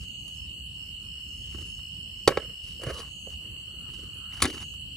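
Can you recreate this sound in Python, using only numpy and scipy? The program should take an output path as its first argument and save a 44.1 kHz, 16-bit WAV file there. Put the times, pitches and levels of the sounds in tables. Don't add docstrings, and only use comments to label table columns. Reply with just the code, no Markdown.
import sys
import numpy as np
from scipy import signal
from scipy.fft import rfft, irfft, next_fast_len
from scipy.io import wavfile
from scipy.ndimage import uniform_filter1d, map_coordinates

SR = 44100
rng = np.random.default_rng(int(sys.argv[2]) if len(sys.argv) > 2 else 0)


def master(y):
    cut = np.clip(np.atleast_2d(y).T, -1, 1)
    pcm = np.round(cut * 32767)
    wavfile.write(sys.argv[1], SR, pcm.astype(np.int16))


def linear_from_db(decibels):
    return 10 ** (np.asarray(decibels, float) / 20)


N = 219085

# (start [s], end [s])
ON_LAP = (2.0, 3.37)


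def evened(x):
    return x / np.sqrt(np.mean(x ** 2) + 1e-20)


def read(points, hz):
    f, value = np.transpose(points)
    return np.interp(np.log(hz + 1), np.log(f + 1), value)


def add(mix, s, sound):
    part = mix[round(s * SR):][:len(sound)]
    part += sound[:len(part)]


def resonate(x, hz, width):
    turn = np.exp(2j * np.pi * np.cumsum(hz * np.ones(len(x))) / SR)
    r = np.exp(-np.pi * width / SR)
    once = signal.lfilter([1 - r], [1, -r], x / turn + 1e-18)
    twice = signal.lfilter([1 - r], [1, -r], once)
    return 2 * (turn * twice).real


def drift(per_s):
    knots = rng.standard_normal(400)
    return evened(map_coordinates(knots, [np.arange(N) * per_s / SR], order=3, mode="wrap"))


def coloured(x, gain):
    size = next_fast_len(len(x) + 512)
    return irfft(rfft(x, size) * gain(np.fft.rfftfreq(size, 1 / SR)), size)[:len(x)]


def afar(x, pan_db, wet, t60=0.23, count=1):
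    tail = rng.standard_normal((2, 9000)) * linear_from_db(-60 * np.arange(9000) / SR / t60)
    scatter = evened(signal.oaconvolve(x[None], tail, axes=1)[:, :N]) * np.std(x)
    direct = np.array([x, np.roll(x, count)])
    both = np.sqrt(1 - wet) * direct + np.sqrt(wet) * scatter
    return both * linear_from_db(np.array([[pan_db], [-pan_db]]) / 2)


def night_air():
    # (frequency [Hz], level [dB per Hz])
    centre_colour = [(25, -49.5), (45, -3), (65, 1.5), (110, -6), (200, -12.5), (400, -30.5), (800, -40),
                     (2000, -40.5), (3700, -36.5), (5900, -39.5), (9000, -38.5), (11000, -46), (12300, -10),
                     (13600, -40)]
    side_colour = [(25, -62), (65, -18), (150, -19.5), (400, -29), (1200, -34), (2000, -41), (3700, -74.5),
                   (5900, -41.5), (8800, -31.5), (10200, -39.5), (11800, -42.5), (13000, -25.5),
                   (14000, -40), (15500, -49.5)]
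    # (frequency [Hz], half the lead [rad])
    rumble_lead = [(40, .1), (150, .1), (400, 0.029)]
    frames = N // 256 + 5
    a, b, c, d, patches = rng.standard_normal((frames, 513, 5)).T
    patches = uniform_filter1d(patches, size=10, axis=0)
    patches = evened(uniform_filter1d(patches, size=14, axis=1))
    z = np.array([a + 1j * b, c + 1j * d]) * linear_from_db(2.1 * patches)
    mid, side = signal.istft(z, nperseg=1024, noverlap=768)[1][:, :N]
    mid = coloured(mid, lambda f: linear_from_db(read(centre_colour, f)))
    side = coloured(side, lambda f: linear_from_db(read(side_colour, f)))
    side = side + coloured(mid, lambda f: 1j * read(rumble_lead, f))
    return linear_from_db(-44) * np.array([mid + side, mid - side]) * linear_from_db([[-.8], [.8]]) / np.std(mid)


def trill(hz, spread, glide, per_s, duty):
    strokes = np.cumsum(per_s * (1 + .012 * drift(3.0))) / SR + rng.random()
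    place = strokes % 1 / duty
    stroke = np.sin(np.pi * np.minimum(place, 1)) ** 2
    pitch = hz + spread * drift(20.0) - glide * (place - .5)
    tone = np.sin(2 * np.pi * np.cumsum(pitch) / SR)
    return evened(stroke * linear_from_db(0.62 * drift(6.0)) * tone)


def phrases(rows, rise_s, fall_s):
    t = np.arange(N) / SR
    return sum(linear_from_db(db) * np.clip(np.minimum((t - s) / rise_s, (s + span - t) / fall_s), 0, 1) ** 2
               for s, span, db in rows)


def wide_buzz():
    beat_per_s = 24.0 + 0.37 * drift(3.1)
    beat = 1 + 0.2 * np.cos(2 * np.pi * np.cumsum(beat_per_s) / SR)
    buzz = sum(resonate(rng.standard_normal(N) * beat, 7700 * k, 520) for k in (.985, 1.025))
    return afar(linear_from_db(-63) * linear_from_db(2.0) * evened(buzz), 4.06, 0.33, t60=.01, count=-1)


def steady_crickets():
    # (pitch [Hz], pitch spread [Hz], glide [Hz], pulse rate [per s], sounding share [0-1],
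    # level [dB], left-right balance [dB], foliage share [0-1])
    singers = [(2939, 25, 160, 46, .6, -50, 10.5, 0.48), (2952, 30, 180, 53.0, 0.5, -44, 3.5, 0.88),
               (2955, 30, 100, 74, 0.5, -47.5, -3.5, 0.96), (2840, 48, 150, 44.5, 0.4, -50, -8, 0.98),
               (2643.5, 23, 100, 51, 0.7, -57, 2.5, 0.38), (4400, 16, 680, 56, 1, -61, 0.5, 0.18),
               (4330, 46, 230, 35, 0.2, -67, 16, 0.52)]
    return sum(afar(linear_from_db(db) * trill(*voice), pan, wet, count=-2) for *voice, db, pan, wet in singers)


def pausing_crickets():
    # (start [s], length [s], level [dB])
    calls = [
        (-.1, 0.14, -56),
        (.3, 0.18, -59),
        (.74, .19, -60.5),
    ]
    long_trill = [
        (.6, 0.28, -70.5),
        (.93, 1.92, -61),
    ]
    fast_calls = [
        (-.2, 0.61, -60),
        (1.17, .63, -61.5),
        (3.0, 0.325, -58),
        (4.4, 0.34, -58.5),
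    ]
    # (time [s], pulse rate [per s])
    wing_pace = [(0, 63.5), (.9, 64.5), (1.1, 59), (1.5, 62), (3.0, 62.5)]
    song = phrases(calls, 0.0793, .03) + phrases(long_trill, .15, .04)
    pace = np.interp(np.arange(N) / SR, *np.transpose(wing_pace))
    slow = afar(linear_from_db(1) * song * trill(5230, 30, 420, pace, .58), 5, .2)
    fast = phrases(fast_calls, 0.13, 0.016) * trill(6640, 45, 200, 130, .7)
    return slow + afar(fast, 4.5, .3)


def high_chirper():
    # (time [s], level [dB], length [s])
    chirps = [(0.31, -60, 0.064), (0.63, -58.5, 0.053), (1.0121, -62, 0.07), (1.336, -62, 0.092),
              (1.65, -57.5, 0.074), (1.998, -57.5, 0.031), (2.503, -68, 0.085), (2.918, -60, 0.11),
              (3.206, -60.5, 0.065), (3.493, -61, 0.038), (3.785, -60.5, 0.056), (4.136, -57, 0.07),
              (4.78, -60, 0.056)]
    t = np.arange(N) / SR
    bursts = sum(linear_from_db(db) * np.clip(np.minimum(t - s, s + span - t) / 0.0071, 0, 1)
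                 for s, db, span in chirps)
    throb = 1 + 0.43 * np.cos(2 * np.pi * 70.0 * t)
    rasp = evened(resonate(rng.standard_normal(N) * throb, 9880, 420))
    return afar(linear_from_db(-6.5) * bursts * rasp, 0.3, 0.09, count=0)


def handling():
    # (start [s], length [s], level [dB], weight [dB], brightness [dB])
    strokes = [(0.0, 0.073, -67.5, 6.5, 3), (1.13, .1, -66, 1, -20), (1.38, 0.36, -75, -4, 6),
               (2.6, 0.22, -75, 5, 11.5), (2.8, .14, -44, 3.5, -17.5), (2.92, 0.11, -53.5, 4, -2.5),
               (2.98, 0.124, -56, -9.5, -8.5), (3.26, 0.05, -69, 13.5, -13), (3.29, 0.068, -63, -12, -6),
               (3.39, .24, -68.5, 10, -23), (3.58, .75, -74.5, 11.5, -30), (3.88, .04, -65, -10, -21.5),
               (4.29, 0.21, -55, -10, -8.5), (4.52, 0.15, -56, -3.5, -8)]
    settling = [
        (1.545, 0.19, -57.5, 7, -25.5),
        (2.3, 0.071, -38.5, 5, -22),
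        (2.39, 0.15, -49, 3.5, -25.5),
        (3.93, 0.15, -67, -4, 1.5),
        (4.47, 0.092, -48.5, 10, -4.5),
    ]
    out = np.zeros((N, 4))
    for rows, settles in ((strokes, False), (settling, True)):
        for s, span, db, weight_db, bright_db in rows:
            u = np.arange(0, 1, 1 / (span * SR))
            edge = np.minimum(u, 1 - u)
            if settles:
                shape = np.minimum(edge * span / 0.0063, 1) * linear_from_db(-17.5 * u)
            else:
                shape = np.minimum(edge / 0.23, 1) ** 2
            gains = linear_from_db(db + np.array([0, weight_db, bright_db, bright_db - 3.5]))
            add(out, max(s, 0), shape[:, None] * gains)
    return out.T


def drag_gain(spans):
    t, out = np.arange(N) / SR, np.zeros(N)
    for rows in spans:
        rows = np.array(rows)
        edge = np.minimum(t - rows[0, 0] + 0.0077, rows[-1, 0] - t + 0.019) / 0.013
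        out += np.clip(edge, 0, 1) * linear_from_db(np.interp(t, rows[:, 0], rows[:, 1]))
    return out


def rubbing():
    # (time [s], level [dB], pitch [Hz])
    palm = [
        (2.91, -56, 1163),
        (2.96, -52, 1137),
        (3.04, -53, 1057),
        (3.085, -66.5, 1083),
    ]
    rim = [
        (3.42, -70, 950),
        (3.6, -74, 1150),
        (3.72, -68, 1330),
        (3.88, -62, 1350),
        (3.98, -68, 1350),
        (4.07, -62, 1340),
        (4.14, -66, 1350),
        (4.22, -59, 1340),
        (4.39, -61, 1420),
    ]
    t = np.arange(N) / SR
    grains = rng.standard_normal(N) * linear_from_db(4.0 * drift(75.0))
    low_hz = np.where((t > ON_LAP[0]) & (t < ON_LAP[1]), 490, 320)
    # (centre [Hz], width [Hz], level [dB])
    bands = [(1300, 2000, 1.3), (low_hz, 330, 1.0), (4170, 5100, 9.7), (9000, 3000, 2.6)]
    out = sum(linear_from_db(db) * gain * evened(resonate(grains, hz, width))
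              for gain, (hz, width, db) in zip(handling(), bands))
    drag_hz = np.interp(t, *np.array(palm + rim)[:, [0, 2]].T)
    hollow = evened(resonate(rng.standard_normal(N), drag_hz, 400) * linear_from_db(2.5 * drift(14.0)))
    return out + drag_gain([palm, rim]) * hollow


def ring(modes, t, detune):
    return sum(linear_from_db(db - 60 * t / t60) * np.sin(2 * np.pi * hz * rng.uniform(1 - detune, 1 + detune) * t)
               for hz, db, t60 in modes)


def blow(db, thud_db, ring_db, tick_db, thud_hz, dip_db=0):
    # (frequency [Hz], level [dB], time to fall 60 dB [s])
    upper_modes = [(815, 0, .06), (1130, 3, .055), (1330, 1, .06), (1670, -3, .05), (1940, -5, .05),
                   (2140, -4, .03), (2290, -8, .06), (3030, -4, .04), (3400, -3, .03), (3760, 1, .045),
                   (4520, 2, .04)]
    low_modes = [(255.6, -5.5, 0.02), (370, -2.5, 0.057), (437, 2.5, 0.022), (575, 0.5, 0.141)]
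    corners_hz = [700, 1000, 2000, 4500, 9700, 12500]
    t = np.arange(4400) / SR
    contacts = rng.standard_normal(len(t)) * linear_from_db(3.0 * rng.standard_normal(len(t))) * np.exp(-t / .0009)
    contacts /= np.linalg.norm(contacts)
    shimmer = linear_from_db(8) * rng.standard_normal(len(t)) * linear_from_db(-60 * t / .034) * np.minimum(t / .001, 1)
    modes = linear_from_db(-3) * ring(upper_modes, t, .01 - .006 * dip_db) * (.35 + np.exp(-t / .004))
    body = signal.fftconvolve(contacts, modes)[:len(t)] + shimmer + linear_from_db(9.0) * contacts
    corners_db = [db - 5.5 + dip_db / 4, db + 2.5 + dip_db, db - 1.0,
                  ring_db + 4.5, tick_db + 2.0, tick_db - 13.0]
    size = 4096
    colour = np.transpose([corners_hz, corners_db])
    gain = read(colour, np.fft.rfftfreq(size, 1 / SR)) * np.log(10) / 20
    mirrored = np.r_[gain, gain[-2:0:-1]]
    causal = np.fft.ifft(np.exp(np.conj(signal.hilbert(mirrored)))).real[:size // 2]
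    crack = linear_from_db(-6.5) * signal.fftconvolve(body, causal)[:len(t)]
    swing = ring(low_modes, (t - .005) * thud_hz / 470, .02)
    held = np.exp(-(t / .0075) ** 4) + .16
    return crack + linear_from_db(thud_db - 13.5) * swing * (1 - np.exp(-(t / 0.0013) ** 2)) * held


def snaps_and_taps(x):
    # (time [s], peak [dB], panel thud [dB], ring [dB], tick [dB])
    snaps = [
        (2.276, -5.5, -2, -10.5, -17),
        (2.2885, -15.5, -17.5, -37, -64),
        (2.3722, -17.5, -12, -29, -42),
        (4.4201, -25, -23, -20.5, -13),
        (4.423, -8, -32.5, -20.5, -9.5),
        (4.4311, -18.5, -23, -44.5, -26),
        (4.4372, -24, -30.5, -24.5, -21),
        (4.4455, -19.5, -21, -27, -43),
        (4.4531, -14, -17.5, -26.5, -24),
        (4.4614, -19.5, -36.5, -33.5, -50),
    ]
    # (time [s], peak [dB], weight [dB], hardness [dB])
    taps = [(0.28, -52, -15, 13.5), (1.5258, -45, -25, -22), (1.5456, -47, 14, -40),
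            (1.5853, -46.5, 5, -39), (1.7923, -47.5, -22, -19), (2.322, -32, 4, -33),
            (2.4912, -53, -12, -30), (2.7964, -55, 14, 7.5), (2.8168, -46, -8, 3), (2.835, -43, 7, 8),
            (2.8669, -35.5, 10, -10), (2.8795, -41.5, 10.5, -34), (2.9065, -54, 1.5, -20),
            (3.0021, -36.5, -23, -18), (3.271, -57.5, 24.5, -23), (3.9348, -56.5, 13, -2),
            (4.3235, -39.5, -31.5, -28), (4.3438, -47.5, -21, 4.5), (4.4033, -31, -21, -10.5),
            (4.4997, -27, -33.5, -24), (4.5294, -41.5, -15, -3), (4.5658, -45, 8.5, -7),
            (4.579, -37, -10.5, -18), (4.6038, -43.5, -16, 1.5), (4.624, -33.5, -33, -11),
            (4.7393, -51.5, -10, 5)]
    held_hz = 319
    for s, *row in snaps:
        add(x, s, blow(*row, 489) if s < ON_LAP[1] else blow(*row, held_hz, -8))
    for s, db, weight_db, hard_db in taps:
        thud_hz = 530 if ON_LAP[0] < s < ON_LAP[1] else held_hz
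        ring_db = db - 5.5 + .4 * hard_db
        thin_db = 0.46 * min(weight_db, 0)
        add(x, s, blow(db, db + weight_db, ring_db, db + hard_db, thud_hz, thin_db))


def thumps_and_ping(x):
    thumps = [
        (2.286, -29.5, 123.3, 0.12),
        (2.867, -19, 123.7, 0.078),
        (4.428, -19.5, 80.2, 0.12),
    ]
    pin = (2.277, -40, 14100, .11)
    t = np.arange(9000) / SR
    for s, db, hz, t60 in thumps + [pin]:
        add(x, s, linear_from_db(db - 60 * t / t60) * np.minimum(t * hz, 1) * np.sin(2 * np.pi * hz * t))


def ports(x, balance):
    # (frequency [Hz], phase [rad])
    port_lag = [(130, -.2), (300, .15), (1500, -.1), (3000, -.9), (4500, -.9), (6000, -.3), (8500, -2.0),
                (9800, -.3)]
    half = lambda f: linear_from_db(read(balance, f) / 2) * np.exp(-.5j * read(port_lag, f))
    return np.array([coloured(x, half), coloured(x, lambda f: 1 / half(f))])


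def folding_table():
    # (frequency [Hz], left-right balance [dB])
    flat_balance = [(60, -1.5), (130, -2.0), (290, -3.0), (640, -6.5), (1410, -2.0), (3100, 1.5),
                    (6820, 1.5), (15000, 0.0)]
    edge_balance = [(60, 1.5), (240, 0.0), (950, 1.0), (3770, 2.0), (15000, 1.0)]
    x = rubbing()
    snaps_and_taps(x)
    thumps_and_ping(x)
    turned = np.clip(np.arange(N) / SR - 3.7, 0, .5) * 2
    near = ports(x * (1 - turned), flat_balance) + ports(x * turned, edge_balance)
    return near + linear_from_db(-14) * afar(x, 0, 1, t60=.07)


def scene():
    insects = wide_buzz() + steady_crickets() + pausing_crickets() + high_chirper()
    return night_air() + insects + folding_table()


def emptied(x):
    # (low edge [Hz], high edge [Hz], silent share in the centre [0-1], silent share at the sides [0-1])
    weak_bands = [(1400, 1750, .1, .05), (1950, 2300, .14, .2), (3500, 3900, .5, .4), (4700, 5050, .3, .3),
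                  (5050, 5600, .16, .2), (6350, 6850, .3, .3), (9250, 9600, .1, .3),
                  (10200, 10700, .12, .8), (10700, 11200, .2, .3), (11200, 11700, .55, .1),
                  (11700, 12600, .96, .1), (12600, 13000, .55, .2), (15100, 15500, .55, .1),
                  (15500, 16000, .95, .1)]
    hz, _, z = signal.stft(x, SR, nperseg=2048, noverlap=1536)
    keep = np.ones(z.shape)
    for low_hz, high_hz, *shares in weak_bands:
        band = (hz >= low_hz) & (hz < high_hz)
        power = uniform_filter1d((abs(z[:, band]) ** 2).mean(1), size=3)
        for k, share in enumerate(shares):
            keep[k, band] = power[k] > np.quantile(power[k], share)
    return signal.istft(z * keep, SR, nperseg=2048, noverlap=1536)[1][:, :N]


def low_pass(x):
    return signal.sosfilt(signal.butter(12, 15950, fs=SR, output="sos"), x)


def record(dry):
    notch = [(9000, -0.5), (11000, 1.0), (12300, -27.5), (13500, 1), (15500, -6.5)]
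    side_gaps = [(8800, 0), (9500, 1.5), (10600, -41), (11200, -1), (13100, -10.5), (13600, -19.5),
                 (14600, -23), (15200, 2)]
    mid = coloured(dry.mean(0), lambda f: linear_from_db(read(notch, f)))
    side = coloured((dry[0] - dry[1]) / 2, lambda f: linear_from_db(read(side_gaps, f)))
    mid, side = emptied(np.array([mid, side]))
    mix = np.clip([mid + side, mid - side], -1, 1)
    return low_pass(mix)


dry = scene()
out = record(dry)
master(out)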